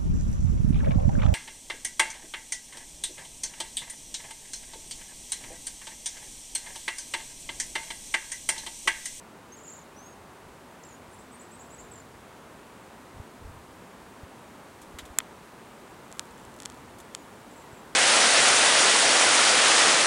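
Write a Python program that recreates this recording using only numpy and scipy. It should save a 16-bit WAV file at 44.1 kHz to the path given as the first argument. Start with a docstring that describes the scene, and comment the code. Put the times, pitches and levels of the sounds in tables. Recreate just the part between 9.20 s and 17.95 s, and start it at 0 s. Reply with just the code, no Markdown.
"""A steady rumble of distant traffic, and almost at once the thin whistles and trills of waxwings.
The birds call from a bare fruit tree, each note a near sine from the syrinx, scattered by the twigs.
Light puffs of wind bump the single microphone. In the second half a few drops spatter
and tick on its housing, making it ring."""
import sys
import numpy as np
from scipy import signal
from scipy.fft import rfft, irfft
from scipy.io import wavfile
from scipy.ndimage import uniform_filter1d

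SR = 44100
rng = np.random.default_rng(int(sys.argv[2]) if len(sys.argv) > 2 else 0)


def to_wav(sig):
    """Store sig (one row per channel, or 1-D mono) as 16-bit WAV at the path in sys.argv[1].

    Samples outside -1..1 are clipped; the rate is SR.
    """
    pcm = np.clip(np.atleast_2d(sig), -1, 1) * 32767
    pcm = np.round(pcm).astype(np.int16)
    wavfile.write(sys.argv[1], SR, pcm.T)  # frames by channels


N = 385875
TIME = np.arange(N) / SR


def undb(db):
    """Decibels to gain."""
    return 10 ** (np.asarray(db) / 20)


def unit(x):
    """Scale to rms 1."""
    return x / np.sqrt(np.mean(x ** 2))


def add(out, start_s, x):
    """Mix x into out from the given time."""
    i = max(int(start_s * SR), 0)
    out[i:i + len(x)] += x[:max(len(out) - i, 0)]


def fade(t, t60):
    """Exponential decay, 60 dB down after t60 seconds."""
    return np.exp(-np.log(1000) * t / t60)


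def colour(points, hz):
    """Gain at hz of a spectrum given as (frequency [Hz], level [dB])."""
    point_hz, db = np.transpose(points)
    return undb(np.interp(np.log(hz + 1e-9), np.log(point_hz), db))


def noise(points, size):
    """Noise of rms 1 with a given spectrum."""
    white = rfft(rng.standard_normal(size))
    return unit(irfft(white * colour(points, np.fft.rfftfreq(size, 1 / SR)), size))


def wander(rate_hz, size=N):
    """Smooth random drift of rms 1."""
    hold = max(int(SR / rate_hz), 1)
    steps = np.repeat(rng.standard_normal(size // hold + 1), hold)
    return unit(uniform_filter1d(uniform_filter1d(steps, hold), hold)[:size])


# The open air around the tree: (frequency [Hz], level [dB])
AIR_SPECTRUM = [(12, -41), (20, -20), (60, -3), (222, -1), (328, -2), (367, -0.5), (499, -3.5), (542, -3.5),
                (802, -4.5), (923, -3), (2750, -16.5), (5230, -24.5), (8410, -23), (14700, -33),
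                (16000, -31)]
# Resonances in the traffic drone: (frequency [Hz], width [Hz], boost [dB])
TRAFFIC_DRONES = [(247, 71, 2), (410, 97, 0), (924, 48, 1.5)]
# The background's slow rise, before the trims: (time [s], traffic level [dB], hiss level [dB])
BACKGROUND_LEVELS = [(0.0, -49.5, -61), (0.41, -49.5, -60.5), (8.75, -47.5, -58.5)]

def distant_traffic(traffic_trim_db=-.5, hiss_trim_db=-1, bass_drift_db=2):
    """Traffic from far off: broad drones and a restless bass, under a smooth high hiss."""
    hz = np.fft.rfftfreq(N, 1 / SR)
    drone_db = sum(db * np.exp(-((hz - centre) / width * 2) ** 2) for centre, width, db in TRAFFIC_DRONES)
    spectrum = rfft(noise(AIR_SPECTRUM, N)) * undb(drone_db)
    bands_hz = [(0, 150), (150, 3500), (3500, SR)]
    bass, body, hiss = (irfft(spectrum * ((hz >= low) & (hz < high)), N) for low, high in bands_hz)
    times, *levels = np.transpose(BACKGROUND_LEVELS)
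    traffic_db, hiss_db = (np.interp(TIME, times, db) for db in levels)
    traffic = (body * undb(.2 * wander(8.6)) + bass * undb(bass_drift_db * wander(9) - 1)) / body.std()
    return traffic * undb(traffic_db + traffic_trim_db) + unit(hiss) * undb(hiss_db + hiss_trim_db)


# Single vehicles in the distance: (time [s], length [s], frequency [Hz], width [Hz], level [dB])
VEHICLES = [(.35, 1.2, 800, 450, -61), (1.05, 0.65, 540, 40, -63), (1.851, 0.83, 247.3, 35, -56),
            (4.5, 0.36, 189.7, 35, -56), (7.1, .8, 255, 35, -60)]

def far_vehicles():
    """Each is a wavering hum or rush that rises out of the rumble and sinks back."""
    out = np.zeros(N)
    for start, length, hz, width_hz, db in VEHICLES:
        size = int(length * SR)
        waver = wander(width_hz * 2, size) + 1j * wander(width_hz * 2, size)
        hum = np.real(waver * np.exp(2j * np.pi * hz * TIME[:size]))
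        add(out, start, undb(db) * np.hanning(size) * hum)
    return out


# Wind across the microphone: (time [s], length [s], level [dB])
WIND_GUSTS = [(1.2, .14, -55), (2.53, .2, -58), (3.92, 0.11, -47.5), (4.13, .32, -46), (5.4, .7, -59)]
# Its buffeting: (frequency [Hz], level [dB])
BUFFET_SPECTRUM = [(15, -15), (40, -3), (85, 1), (140, -7), (250, -25), (800, -60)]

def wind_gusts():
    """Low turbulence that swells and sinks as a gust crosses the microphone."""
    out = np.zeros(N)
    for start, length, db in WIND_GUSTS:
        size = int(length * SR)
        add(out, start, undb(db) * np.hanning(size) * noise(BUFFET_SPECTRUM, size))
    return out


# Puffs right on the diaphragm: (time [s], level [dB], frequency [Hz])
WIND_BUMPS = [(3.998, -31, 91), (4.248, -33.5, 65), (5.032, -36.5, 85), (5.741, -41, 62), (5.83, -41, 70),
              (5.902, -42, 65.3), (8.53, -40, 123)]

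def wind_bumps(rise_cycles=.38, size=4096):
    """Each puff pushes the diaphragm through a swing or two."""
    t, out = TIME[:size], np.zeros(N)
    for start, db, hz in WIND_BUMPS:
        rise = t * hz / rise_cycles
        envelope = rise * np.exp(1 - rise)
        add(out, start, undb(db) * envelope * np.sin(2 * np.pi * hz * t))
    return out


# Drops bursting on the microphone: (time [s], level [dB], t60 [s], splat relative to spray [dB])
BURSTING_DROPS = [(5.616, -49.5, 0.095, -11), (5.786, -40.5, 0.08, 4.5), (5.853, -49, 0.077, -4),
                  (7.785, -49, .06, -10), (7.801, -46, 0.052, -6)]
# Their fine spray: (frequency [Hz], level [dB])
SPRAY_SPECTRUM = [(1000, -33), (4000, -7), (7500, 5.5), (10500, -0.5), (14000, -7), (17000, -36)]
# Their dull splat: (frequency [Hz], level [dB])
SPLAT_SPECTRUM = [(600, -30), (1500, -4), (2600, -7), (3500, 0.5), (5000, -14), (16000, -35)]

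def drop_spatters(rise_s=.0003, size=4096):
    """A drop bursts in a splat and a fizz of spray, gone within a tenth of a second."""
    t, out = TIME[:size], np.zeros(N)
    for start, db, t60, splat_db in BURSTING_DROPS:
        burst = noise(SPRAY_SPECTRUM, size) + undb(splat_db) * noise(SPLAT_SPECTRUM, size)
        add(out, start, undb(db) * burst * fade(t, t60) * (1 - np.exp(-t / rise_s)))
    return out


# A drop's contact with the housing: (frequency [Hz], level [dB])
CONTACT_SPECTRUM = [(200, -41), (700, -11), (1300, 1.5), (2100, -5), (3500, 2), (4700, -2), (6000, -0.5),
                    (7700, 2), (10000, -7), (12500, -21), (14300, -19), (17000, -25)]

def contact_crack(size):
    """The impact itself: a very short minimum-phase pulse, its energy packed at the start."""
    cepstrum = irfft(np.log(colour(CONTACT_SPECTRUM, np.fft.rfftfreq(size, 1 / SR))))
    lag = np.arange(size)
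    causal = (lag > 0) & (lag < size // 2)
    crack = irfft(np.exp(rfft(2 * cepstrum * causal)))
    return crack / np.abs(crack).max()


# Modes of the microphone housing: (frequency [Hz], level [dB], t60 [s])
HOUSING_MODES = [(1830, -2, 0.011), (2120, -10, 0.012), (2580, -5, 0.0099), (3240, -12, 0.011),
                 (3600, -6, 0.011), (4150, -9, .012), (6540, -22, .005), (7500, 15, 0.0045),
                 (9100, -5, .006), (10150, 10.5, 0.0048), (11500, -1, 0.0026), (14550, -15, .003)]

def housing_ring(size):
    """The struck housing rings for a few milliseconds."""
    t = TIME[:size]
    ring = sum(undb(db) * fade(t, t60) * np.sin(2 * np.pi * hz * t) for hz, db, t60 in HOUSING_MODES)
    return ring / np.abs(ring).max()


# Drops on the housing: (time [s], level [dB], ring share [0-1], cut-off [Hz], relative graze [dB])
TICKING_DROPS = [(5.9869, 0.3, .98, 15500, -11), (6.0044, -22.5, .8, 3500, 3),
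                 (6.9165, -34, .2, 14000, -30), (6.9261, -26, .6, 11000, -20),
                 (6.9949, -10.5, 0, 17000, -30), (7.2513, -36, .7, 12000, -20),
                 (7.4024, -24, .2, 13000, -10), (7.4220, -26.5, .6, 15000, -10),
                 (7.4333, -29, 0, 10000, -20), (7.4535, -24.5, 0.4, 14000, -22),
                 (7.4586, -20.5, .1, 12000, 4), (7.5004, -30, .2, 12000, -8),
                 (7.9499, -15.5, 0.16, 13000, -4)]

def drop_ticks(patter_start_s=6.88, patter_length_s=.75, patter_count=30, graze_lead_s=.0009, size=1024):
    """Each drop grazes the housing, then lands and rings it; soft ones wake only its low modes."""
    crack, ring = contact_crack(size), housing_ring(size)
    faint_patter = [(patter_start_s + patter_length_s * when, -46 + 10 * force ** 2, share, 16000, -15)
                    for when, force, share in rng.random((patter_count, 3))]
    out = np.zeros(N)
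    for start, db, ring_share, cutoff_hz, graze_db in list(TICKING_DROPS) + faint_patter:
        softness = signal.butter(4, cutoff_hz, fs=SR, output="sos")
        tick = signal.sosfilt(softness, (1 - ring_share) * crack + ring_share * ring)
        tick = undb(db) * tick / np.abs(tick).max()
        add(out, start - graze_lead_s, undb(graze_db) * tick)
        add(out, start, tick)
    bass_cut = signal.butter(2, 850, "high", fs=SR, output="sos")  # so small a part gives no bass
    return signal.sosfilt(bass_cut, out)


def syrinx_note(length, start_hz, top_hz, end_hz, crest, bend, edge=.2, overtone_db=-28):
    """A near sine that climbs to its top pitch, reached at the share crest of its length, then drops."""
    progress = np.linspace(0, 1, int(length * SR))
    climb_left = np.maximum(1 - progress / crest, 0)
    drop = np.maximum((progress - crest) / (1 - crest), 0)
    hz = top_hz - (top_hz - start_hz) * climb_left ** bend - (top_hz - end_hz) * drop ** 2
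    phase = 2 * np.pi * np.cumsum(hz) / SR
    ramp_share = min(edge, .0061 / length)  # opens and closes in at most 6.1 ms
    opening = np.minimum(np.minimum(progress, 1 - progress) / ramp_share, 1)
    return np.sin(np.pi / 2 * opening) * (np.sin(phase) + undb(overtone_db) * np.sin(2 * phase))


def twig_echoes(call, wet_db, t60, first_s, count, last_s=.23):
    """The direct call, followed by many faint echoes from the branches around the bird."""
    lags = rng.uniform(first_s, last_s, count)
    response = np.zeros(SR)
    response[(lags * SR).astype(int)] = rng.standard_normal(count) * fade(lags, t60)
    return call + undb(wet_db) * signal.fftconvolve(call, response / np.linalg.norm(response))[:N]


# Paired calls from deeper in the tree: (time [s], long top [Hz], short top [Hz], level [dB])
RISING_PAIRS = [(1.903, 9850, 8350, -62), (2.112, 8740, 8130, -55), (2.309, 8400, 7850, -55),
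                (2.499, 7980, 7600, -53)]

def far_waxwing(start_share=.84, snap_hz=1700, short_delay_s=.083, crescendo_db=4, rasp_db=2.5, trim_db=1):
    """A long hooked sweep, then a short, straighter, louder one; each grows and snaps off downward."""
    def sweep(length, top_hz, crest, bend):
        note = syrinx_note(length, start_share * top_hz, top_hz, top_hz - snap_hz, crest, bend, edge=.12)
        return note * undb(crescendo_db * np.linspace(-.5, .5, len(note)))

    out = np.zeros(N)
    for start, long_hz, short_hz, db in RISING_PAIRS:
        add(out, start, undb(db) * sweep(.054, long_hz, crest=.84, bend=1.8))
        add(out, start + short_delay_s, undb(db + 4) * sweep(.034, short_hz, crest=.8, bend=1.15))
    calls = out * undb(trim_db + rasp_db * wander(400))
    return twig_echoes(calls, wet_db=-6, t60=.3, first_s=.012, count=300)


# Whistles from the near branches: (time [s], length [s], start [Hz], top [Hz], level [dB])
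THIN_WHISTLES = [(0.319, .039, 6230, 6520, -47), (0.762, 0.18, 5760, 6570, -53),
                 (1.93, .038, 7400, 7650, -60.5), (7.93, .11, 6830, 6840, -68)]

def thin_whistles(sag_hz=120, quaver_db=2, fade_db_per_s=25):
    """Each starts firmly, climbs, levels off and quavers as it fades."""
    out = np.zeros(N)
    for start, length, start_hz, top_hz, db in THIN_WHISTLES:
        end_hz = top_hz - sag_hz
        note = syrinx_note(length, start_hz, top_hz, end_hz, crest=.78, bend=2.1, edge=.15, overtone_db=-22)
        level_db = db - fade_db_per_s * TIME[:len(note)] + quaver_db * wander(92, len(note))
        add(out, start, note * undb(level_db))
    return out


def chip(start_s=1.633, level_db=-50):
    """One sharp note that snaps downward, just ahead of the first twitter."""
    out = np.zeros(N)
    note = syrinx_note(.008, start_hz=7200, top_hz=7400, end_hz=4300, crest=.3, bend=1.63)
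    add(out, start_s, undb(level_db) * note)
    return out


# Twitters from the near branches: (time [s], length [s], pip spacing [s], first top [Hz], level [dB])
TWITTER_RUNS = [(1.648, .115, .019, 7560, -48.5), (2.714, .11, 0.021, 7870, -45),
                (8.308, .033, .0165, 7750, -58), (8.36, .075, 0.0182, 8000, -55.5),
                (8.52, .09, .024, 8000, -57)]

def twitters(pip_s=.0125, rise_hz=650, drop_hz=450, scatter_hz=90, sink_hz_per_s=7000, fade_db_per_s=65):
    """Quick runs of small arched pips that sink in pitch and fade."""
    out = np.zeros(N)
    for start, length, spacing, first_hz, db in TWITTER_RUNS:
        for age in spacing * np.arange(round(length / spacing)):
            top_hz = first_hz - sink_hz_per_s * age + scatter_hz * rng.standard_normal()
            pip = syrinx_note(pip_s, top_hz - rise_hz, top_hz, top_hz - drop_hz, crest=.56, bend=1.63)
            add(out, start + age, undb(db - fade_db_per_s * age) * pip)
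    return out


# The two arches in each beat of the near trill:
# (delay [s], length [s], start [Hz], top [Hz], end [Hz], crest position [0-1], relative level [dB])
TRILL_ARCHES = [(0, .0125, 7000, 7630, 7130, .63, 3), (.0115, .0215, 6620, 7080, 6000, .5, 2.5)]
# The trill's swell at the microphone: (time [s], level [dB])
TRILL_SWELL = [(0.36, -53), (0.43, -58), (0.47, -47.5), (0.565, -48), (0.6, -58), (0.67, -65)]

def long_trill(start_s=.3625, end_s=.63, beat_s=.0338, scatter_hz=35, uneven_db=1):
    """Two voices alternate on a steady beat, a short high arch and a longer low one, no two alike."""
    out = np.zeros(N)
    for beat in np.arange(start_s, end_s, beat_s):
        for delay, length, start_hz, top_hz, end_hz, crest, db in TRILL_ARCHES:
            pitch, force = rng.standard_normal(2)
            arch = syrinx_note(length, start_hz, top_hz + scatter_hz * pitch, end_hz, crest, bend=1.5)
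            add(out, beat + delay, undb(db + uneven_db * force) * arch)
    return out * undb(np.interp(TIME, *np.transpose(TRILL_SWELL)))


def near_waxwings(flutter_db=2.5):
    """The birds nearest the microphone, their calls fluttering in level and scattered by the twigs."""
    song = long_trill() + twitters() + chip() + thin_whistles()
    flutter = undb(flutter_db * wander(300))
    return twig_echoes(song * flutter, wet_db=-14, t60=.28, first_s=.003, count=90)


def scene():
    """One microphone by the tree feeds both channels."""
    traffic = distant_traffic() + far_vehicles()
    birds = near_waxwings() + far_waxwing()
    weather = drop_ticks() + drop_spatters() + wind_bumps() + wind_gusts()
    mono = traffic + weather + birds
    return np.array([mono, mono])


def record(dry, top_hz=15800):
    """The recorder cuts the highest treble steeply."""
    return signal.sosfilt(signal.ellip(10, .1, 70, top_hz, fs=SR, output="sos"), dry)


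dry = scene()
out = record(dry)
to_wav(out)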